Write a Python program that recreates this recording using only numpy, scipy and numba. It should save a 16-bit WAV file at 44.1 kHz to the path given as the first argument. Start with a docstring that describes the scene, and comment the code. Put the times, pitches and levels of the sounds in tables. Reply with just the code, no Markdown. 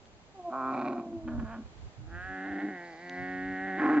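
"""A camel in the open whines, grunts, gurgles, then gives a long groan that breaks into a roar.
Vocal-fold pulses, clean or ragged, and their puffs of air ring resonances of throat and mouth.
A thin sinking whine, summed from sines, starts before the grunt and lasts into the gurgle.
Shaped noise gives breath hiss in the mouth, gusts of wind, a faint air noise and two small clicks."""
import sys
import numpy as np
from scipy import signal
from scipy.fft import rfft, irfft
from scipy.io import wavfile
from scipy.ndimage import uniform_filter1d, map_coordinates
from numba import njit

SR = 44100
rng = np.random.default_rng(int(sys.argv[2]) if len(sys.argv) > 2 else 0)


def persist_wave(psi):
    """Save psi, clipped to +-1, as 16-bit WAV."""
    counts = np.round(np.clip(psi, -1, 1) * 32767).astype(np.int16)
    wavfile.write(sys.argv[1], SR, np.atleast_2d(counts).T)


N = 176400

# vocal folds of each call: t/s, f/Hz, roughness/0-1
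GRUNT_FOLDS = [(.5, 122, .25), (.56, 133.5, .08), (.585, 133, .03), (.62, 129, .03), (.67, 131.8, .02),
               (.715, 131.5, .04), (.74, 130, .7), (.9, 128, .8), (1.06, 118, .7)]
GURGLE_FOLDS = [(1.24, 245, .6), (1.43, 230, .6), (1.455, 216, .15), (1.52, 230, .12), (1.58, 222, .6)]
GROAN_FOLDS = [(2.0, 76, .15), (2.15, 86.4, .02), (2.2, 89.8, .02), (2.25, 93.2, .02), (2.3, 94.4, .02),
               (2.39, 93.3, .02), (2.46, 97.7, .08), (2.6, 97, .12), (2.68, 104, .2), (2.73, 92, .06),
               (2.79, 86.8, .03), (2.88, 85.8, .03), (2.95, 79.8, .04), (3.02, 88.3, .02), (3.15, 90, .02),
               (3.3, 92.1, .01), (3.4, 92.4, .01), (3.5, 94, .01), (3.6, 93.9, .01), (3.68, 95.7, .06),
               (3.72, 93.8, .02), (3.76, 95, .04), (3.82, 100, .25)]
ROAR_FOLDS = [(3.76, 154.4, .4), (3.83, 151.4, 0.86), (3.92, 154.2, .8), (4.0, 143.8, 0.58)]
RATTLE_FOLDS = [(1.05, 118.7, 0.51), (1.25, 114.3, 0.93)]
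# grunt registers before trim: t/s, bass level/dB, lower middle level/dB, upper middle level/dB, treble level/dB
GRUNT_LEVELS = [(0.5, -61, -50, -56, -70.5), (0.508, -44.5, -52, -61, -81), (0.53, -46, -39, -38.5, -68),
                (0.698, -36, -45.5, -33.5, -58), (0.746, -36, -36.5, -42, -50.5),
                (0.896, -35, -38, -49.5, -47.5), (0.93, -35.5, -40, -49, -57),
                (0.962, -41.5, -43, -54, -64), (0.988, -33, -46.5, -48.5, -57), (1.052, -54, -50, -71, -79),
                (1.06, -50, -55, -65, -70)]
# registers of the other calls, before trim: t/s, bass level/dB, middle level/dB, treble level/dB
GURGLE_LEVELS = [(1.24, -49, -58, -79), (1.27, -36.5, -77, -91), (1.278, -37, -47, -57.5),
                 (1.376, -34, -51, -92), (1.384, -31, -48, -76.5), (1.396, -40, -47, -60),
                 (1.436, -31, -53, -76), (1.456, -45.5, -48, -69), (1.54, -44, -42, -58),
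                 (1.606, -36.5, -59.5, -85), (1.638, -54, -62, -77), (1.67, -58, -71, -93)]
GROAN_LEVELS = [(2.0, -58.5, -72, -95), (2.15, -53, -53.5, -46), (2.244, -64, -53, -42.5),
                (2.304, -47.5, -46, -43), (2.576, -35, -46, -44), (2.61, -43.5, -44, -41),
                (2.64, -30, -48, -47), (2.782, -50.5, -49, -46), (2.966, -56, -51.5, -57),
                (3.022, -52.5, -53.5, -51), (3.188, -42.5, -44, -42), (3.504, -36.5, -46.5, -41.5),
                (3.574, -40, -43.5, -40), (3.768, -39, -39.5, -39.5), (3.8, -35, -41, -37.5)]
ROAR_LEVELS = [(3.775, -37, -65.5, -55), (3.805, -34.5, -39, -37), (3.83, -25.5, -32.5, -35.5),
               (3.89, -25.5, -32, -37), (3.93, -25.5, -33, -37.5), (3.975, -21.5, -38, -37),
               (4.0, -22.5, -31, -38.5)]
RATTLE_LEVELS = [(1.06, -42, -52, -75), (1.15, -44.5, -64, -71), (1.25, -62, -59, -84)]
# throat and mouth resonances before mouth shift: centre f/Hz, inner width/Hz, relative level/dB
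GRUNT_THROAT = [(134.26, 20, -16.5), (252.6, 36, 6), (384, 35.6, -3), (521, 57, -12.5), (711, 150, 0.5),
                (1092, 85, 3), (1318, 110, -1.5), (1553, 110, -15), (1837, 84, -19.5), (2387, 190, -17),
                (4010, 450, -33.5)]
GURGLE_THROAT = [(245, 42, 1.5), (320, 85, -17), (655, 146, -8), (912, 52, -14.5), (1090, 150, -11),
                 (1430, 170, -17), (1688, 164, -13), (2430, 240, -25.5), (3150, 340, -30)]
GROAN_THROAT = [(181.3, 53, -7.5), (289, 44.5, 9.5), (364, 115, -14), (519, 97, -11), (743, 67, -4),
                (860, 65, -14), (1090, 82, -19), (1557, 177, -9), (1789, 250, -8), (1981, 141, -1),
                (2245, 92, -8.5), (2860, 980, -23.5), (4100, 1300, -28)]
ROAR_THROAT = [(293.6, 53.5, 16.5), (350, 26, -15), (780, 80, -1.5), (1074, 50, -2), (1297, 144, -10),
               (1626, 255, -10.5), (1936, 190, -14), (2080, 220, -18.5), (2690, 920, -34.5),
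               (4170, 270, -72.5)]
# mouth opening in the groan raises its upper resonances, which ease back later: t/s, frequency factor
GROAN_MOUTH = [(2.2, 0.84), (2.33, 0.89), (2.6, 0.95), (2.76, 0.97), (2.95, 1.03), (3.3, 0.96)]
# groan folds slap twice a cycle; 0 alike (near an octave up), 1 a quarter turn apart: t/s, unlikeness/0-1
GROAN_SPLIT = [(2.23, .08), (2.3, .45), (2.65, .65), (2.77, .15), (3.02, .15), (3.3, .8), (3.62, .6),
               (3.72, .25)]
# slack tissue chops the rough calls into bursts: start t/s, length/s
BURSTS = [(.734, .018), (.763, .016), (.787, .014), (.809, .019), (.846, .019), (.876, .009), (.928, .009),
          (1.276, .016), (1.392, .011)]
# thin whine before flutter: t/s, f/Hz, first harmonic level/dB, second harmonic level/dB
WHINE = [(.34, 412.7, -53, -71), (.356, 391, -59.5, -50.5), (.378, 378.7, -51, -55),
         (.397, 365, -49.5, -44), (.428, 348, -58.5, -53.5), (.455, 349.3, -57.5, -37),
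         (.49, 338.3, -41, -35.5), (.52, 335, -64, -45), (.7, 350, -54, -52), (.85, 357.5, -43.5, -47),
         (1.0, 345.8, -43, -45.5), (1.07, 340, -49.5, -47), (1.15, 339.2, -38.5, -52),
         (1.21, 325.7, -49.5, -51.5), (1.27, 321.7, -40.5, -60), (1.34, 306.3, -45.5, -46),
         (1.4, 296, -61.5, -69)]
# air hissing through the mouth: t/s, level/dB
MOUTH_HISS = [(2.7, -90), (2.85, -66.5), (3.2, -67), (3.6, -79)]
# clicks: t/s, peak level/dB, centre f/Hz, width/Hz
CLICKS = [(.056, -47.5, 1200, 1800), (3.096, -32.5, 3450, 3520)]
# wind rumble before the channel offset: t/s, level/dB
WIND = [(0.0, -64), (0.97, -67), (1.09, -61), (1.41, -39.5), (1.48, -49.5), (1.53, -43), (1.59, -67),
        (1.66, -47), (1.73, -58.5), (1.87, -45.5), (1.96, -62), (1.99, -43.5), (2.32, -53), (2.38, -79),
        (2.51, -54.5), (2.58, -78.5), (3.16, -69), (3.23, -45.5), (3.25, -64), (3.53, -49), (3.56, -61),
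        (3.97, -67), (4.0, -49)]
# wind spectrum: f/Hz, relative level/dB
WIND_COLOUR = [(20, -22.5), (45, -3.5), (80, -1), (125, -4.5), (180, -15.5), (300, -23), (800, -61),
               (3000, -99)]
# air noise spectrum: f/Hz, relative level/dB
AIR = [(88, -16), (150, -8), (195, -7.5), (329, -10.5), (407, -9), (487, -12), (796, -12), (923, -15),
       (1480, -21), (1990, -23), (7500, -32), (9750, -71.5), (16500, -120)]

SKIRT_WIDTHS = 2.5  # outer skirt, in resonance widths
PUFF_DECAY_CYCLES, PUFF_LOW_HZ = 1, 475
BURST_DB = 10  # treble boost before levelling
LEVELLING_SAMPLES = 1500
SECOND_SLAP_GAIN = 0.86
WHINE_THIRD_DB = -17.5  # re second harmonic
WHINE_WAVER, WHINE_FLUTTER_DB = 0.0043, 1.3  # waver: rms fraction of pitch
MOUTH_HISS_HZ, MOUTH_HISS_WIDTH_HZ = 4400, 1500
NEAR_SIDE_DB, NEAR_SIDE_HZ = 2.5, 750  # voice louder on the right above this
PORT_LAG_S = .00004  # left lags right
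GROUND_DB, GROUND_DECAY_S, GROUND_TOP_HZ = -14, .014, 4500
CLICK_DECAY_S = 0.00064
WIND_LEFT_DB, WIND_RIGHT_DB = -1, 5.5
AIR_DB, AIR_SIDE_DB, AIR_SPLIT_HZ = -59.5, 2.5, 1200
TOP_HZ, NOTCH_HZ, NOTCH_Q, END_FADE_S = 7750, 5480, 22, .003


def camel():
    """Sum of the calls: whine to gurgle overlap, then a pause, then groan into roar."""
    return whine() + mouth_hiss() + grunt() + rattle() + gurgle() + groan() + roar()


def roar():
    """Rough, dense folds near 150 Hz with strong puffs."""
    voice = call(ROAR_FOLDS, ROAR_LEVELS, ROAR_THROAT, edges_hz=(480, 1400),
                 rasp=1.0, hiss=0.31, jitter=.08, shimmer_db=5.0)
    return undb(-0.15) * voice


def groan():
    """Folds slapping twice a cycle through a moving mouth."""
    voice = call(GROAN_FOLDS, GROAN_LEVELS, GROAN_THROAT, edges_hz=(480, 1200),
                 rasp=1.0, hiss=.085, jitter=0.14, shimmer_db=18.5,
                 flap=SECOND_SLAP_GAIN, mouth=curves(GROAN_MOUTH)[0], waver=.002, buzz_hz=2560)
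    return undb(0.08) * voice


def grunt():
    """Folds that start fairly clean and turn ragged, in four registers."""
    voice = call(GRUNT_FOLDS, GRUNT_LEVELS, GRUNT_THROAT, edges_hz=(480, 900, 1750),
                 rasp=0.71, hiss=0.12, jitter=0.1695, shimmer_db=4.5)
    return undb(-.5) * voice


def gurgle():
    """Folds above 200 Hz, ragged at both ends and cleaner between."""
    voice = call(GURGLE_FOLDS, GURGLE_LEVELS, GURGLE_THROAT, edges_hz=(480, 1750), rasp=0.62, hiss=0.19)
    return undb(-1.5) * voice


def rattle():
    """Between grunt and gurgle the slack throat keeps fluttering softly."""
    return call(RATTLE_FOLDS, RATTLE_LEVELS, GURGLE_THROAT, edges_hz=(480, 900), rasp=0.92, hiss=0.14)


def call(folds, levels, throat, edges_hz, rasp, hiss, jitter=0.19, shimmer_db=5,
         flap=0, mouth=1, waver=.002, buzz_hz=6000):
    """Fold pulses and air puffs ring the throat; each register follows its own level."""
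    hz, rough = curves(folds)
    rough = np.clip(rough, 0, 1)
    phase = np.cumsum(hz * (1 + waver * walk(30))) / SR  # cycles
    slaps = pulses(phase, rough, 0, jitter, shimmer_db)
    if flap:
        turn = np.exp(-.5j * np.pi * curves(GROAN_SPLIT)[0] * (1 + 0.2 * walk(14)))
        second = pulses(phase, rough, .5, jitter, shimmer_db)
        slaps = slaps + flap * (turn * signal.hilbert(second)).real
    source = breathy_buzz(slaps, np.mean(hz), hiss + rasp * rough, buzz_hz)
    voice = ring_throat(source, throat, mouth, edges_hz[-1])
    return set_registers(voice, levels, edges_hz)


def pulses(phase, rough, offset, jitter, shimmer_db, count=1100, size=8):
    """One band-limited slap per cycle; roughness scatters its time (cycles) and strength (dB)."""
    chance = rng.standard_normal((count, 2))[:int(phase[-1]) + 1]
    cycle = np.arange(len(chance)) + offset
    r = np.interp(cycle, phase, rough)
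    scattered = cycle + jitter * r * np.clip(chance[:, 0], -2, 2)
    at = np.interp(scattered, phase, np.arange(N))
    strength = undb(shimmer_db * r * np.clip(chance[:, 1], -2, 1))
    strength = strength * (at < N - size)
    # windowed sinc places each slap between samples
    taps = at.astype(int)[:, None] + np.arange(1 - size, size + 1)
    away = taps - at[:, None]
    shapes = strength[:, None] * np.sinc(away) * np.sinc(away / size)
    return np.bincount(np.clip(taps, 0, N - 1).ravel(), shapes.ravel(), N)


def breathy_buzz(slaps, mean_hz, breath, buzz_hz):
    """Each slap releases a decaying puff of noise, added to the dulled slaps."""
    decay = np.exp(-mean_hz / SR / PUFF_DECAY_CYCLES)
    puffs = signal.lfilter([1], [1, -decay], np.abs(slaps)) * rng.standard_normal(N)
    puffs = unit(puffs - lowpass(puffs, PUFF_LOW_HZ, order=2))
    return lowpass(unit(slaps), min(buzz_hz, SR / 3), order=2) + breath * puffs


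def ring_throat(source, throat, mouth, mouth_hz):
    """Parallel resonances of alternating sign; those above mouth_hz move with the mouth."""
    out = 0
    for k, (f, width, db) in enumerate(throat):
        centre = f * mouth if f > mouth_hz else f
        peak = ring(ring(source, centre, width), centre, width * SKIRT_WIDTHS)
        out = out + (-1) ** k * undb(db) * peak
    return out


def set_registers(rest, levels, edges_hz):
    """Split at the edges, add bursts growing towards the treble, level each band to its curve."""
    burst_gates = [gate([(start,), (start + length,)], fade_s=0.0017) for start, length in BURSTS]
    bursts = undb(BURST_DB * sum(burst_gates))
    out = 0
    for k, db in enumerate(curves(levels)):
        band = lowpass(rest, edges_hz[k]) if k < len(edges_hz) else rest
        rest = rest - band
        band = band * bursts ** (k / len(edges_hz))
        power = uniform_filter1d(band ** 2, size=LEVELLING_SAMPLES)
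        power = uniform_filter1d(power, size=LEVELLING_SAMPLES)
        out = out + band / np.sqrt(np.abs(power) + 1e-14) * undb(db)
    return out * gate(levels)


def whine():
    """A second, nearly pure vibration of three harmonics that sinks in pitch."""
    hz, first_db, second_db = curves(WHINE)
    phase = 2 * np.pi * np.cumsum(hz * (1 + WHINE_WAVER * walk(90.3))) / SR
    upper = np.sin(2 * phase) + undb(WHINE_THIRD_DB) * np.sin(3 * phase)
    tone = undb(first_db) * np.sin(phase) + undb(second_db) * upper
    return np.sqrt(2) * tone * undb(WHINE_FLUTTER_DB * walk(70)) * gate(WHINE)


def mouth_hiss():
    """Turbulent air in the mouth: noise through two equal resonances."""
    hiss = ring(rng.standard_normal(N), MOUTH_HISS_HZ, MOUTH_HISS_WIDTH_HZ)
    hiss = unit(ring(hiss, MOUTH_HISS_HZ, MOUTH_HISS_WIDTH_HZ))
    return hiss * undb(curves(MOUTH_HISS)[0]) * gate(MOUTH_HISS)


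def clicks():
    """Short dry ticks: decaying noise through one resonance, equal in both channels."""
    t, out = np.arange(N) / SR, 0
    for start, db, hz, width in CLICKS:
        decay = (t >= start) * np.exp(-np.abs(t - start) / CLICK_DECAY_S)
        tick = ring(rng.standard_normal(N) * decay, hz, width)
        out = out + undb(db) * tick / np.abs(tick).max()
    return out


def wind():
    """Gusts rumble as separate noise on each microphone port, louder on the right."""
    db, = curves(WIND)
    flutter = undb(2.54 * walk(22.07))
    ports = []
    for side_db in (WIND_LEFT_DB, WIND_RIGHT_DB):
        rumble = unit(colour(rng.standard_normal(N), WIND_COLOUR) * flutter)
        ports.append(rumble * undb(db + side_db))
    return np.array(ports)


def air():
    """Faint open-air noise: mid plus side, the side weakened in the bass so the treble is wide."""
    mid, side = (unit(colour(rng.standard_normal(N), AIR)) for _ in range(2))
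    side = side - 0.84 * lowpass(side, AIR_SPLIT_HZ, order=1)
    stereo = mid + undb(AIR_SIDE_DB) * side * np.array([[1], [-1]])
    return undb(AIR_DB + .7 * walk(6)) * stereo


def undb(db):
    """Decibels to gain."""
    return 10 ** (np.asarray(db) / 20)


def unit(x):
    """Scale to rms 1."""
    return x / np.sqrt(np.mean(x ** 2) + 1e-20)


def curves(table):
    """Each column of a time table, sample by sample."""
    rows = np.array(table, float)
    return [np.interp(np.arange(N) / SR, rows[:, 0], col) for col in rows.T[1:]]


def gate(table, fade_s=0.013):
    """Fade in around a table's first time, fade out after its last."""
    t = np.arange(N) / SR
    opening = np.clip((t - table[0][0]) / fade_s + .5, 0, 1)
    return opening * np.clip((table[-1][0] - t) / fade_s + 1, 0, 1)


def colour(x, points):
    """Shape a spectrum by (f/Hz, level/dB) points, log-interpolated in frequency."""
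    hz, db = np.array(points, float).T
    f = np.maximum(np.arange(N // 2 + 1) * SR / N, 1)
    return irfft(rfft(x) * undb(np.interp(np.log(f), np.log(hz), db)), N)


def ring(x, hz, width):
    """One resonance, fixed or moving, gain 1 at its centre."""
    hz = np.minimum(hz, SR / 3)
    if np.ndim(hz):
        return resonate(x, hz, float(width))
    return signal.lfilter(*signal.iirpeak(hz, hz / width, fs=SR), x)


@njit
def resonate(x, hz, width):
    """State-variable band-pass whose centre may move."""
    y, band, low = np.empty(len(x)), 0., 0.
    for i in range(len(x)):
        g, k = np.tan(np.pi * hz[i] / SR), width / hz[i]
        v = (band + g * (x[i] + 1e-18 - low)) / (1 + g * (g + k))
        band, low, y[i] = 2 * v - band, low + 2 * g * v, k * v
    return y


def lowpass(x, hz, order=4):
    """Low-pass without delay."""
    return signal.sosfiltfilt(signal.butter(order, hz, fs=SR, output="sos"), x)


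def walk(rate_hz):
    """Slow smoothed chance with a spread near 1."""
    k = int(SR / rate_hz)
    steps = np.repeat(rng.standard_normal(N // k + 1), k)
    return unit(uniform_filter1d(uniform_filter1d(steps, k), k)[:N])


def scene():
    """Camel a little to the right, short scatter off the ground, wind, open air, clicks."""
    t, voice, ears = np.arange(N) / SR, camel(), []
    bass = lowpass(voice, NEAR_SIDE_HZ, order=2)
    upper = voice - bass
    for sign in (1, -1):  # left, right
        direct = bass + undb(-sign * NEAR_SIDE_DB / 2) * upper
        direct = map_coordinates(direct, [(t - sign * PORT_LAG_S / 2) * SR], mode="nearest")
        scatter = lowpass(rng.standard_normal(N), GROUND_TOP_HZ) * np.exp(-t / GROUND_DECAY_S)
        scatter = scatter / np.abs(rfft(scatter)[:N // 20]).mean()
        ears.append(direct + undb(GROUND_DB) * signal.fftconvolve(upper, scatter)[:N])
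    return np.array(ears) + wind() + air() + clicks()


def record(dry):
    """Narrow treble notch, short fade at the end, steep cut of the top."""
    notched = signal.lfilter(*signal.iirnotch(NOTCH_HZ, NOTCH_Q, fs=SR), dry)
    faded = notched * np.minimum(np.arange(N)[::-1] / (END_FADE_S * SR), 1)
    return signal.sosfilt(signal.ellip(8, .3, 60, TOP_HZ, fs=SR, output="sos"), faded)


dry = scene()
out = record(dry)
persist_wave(out)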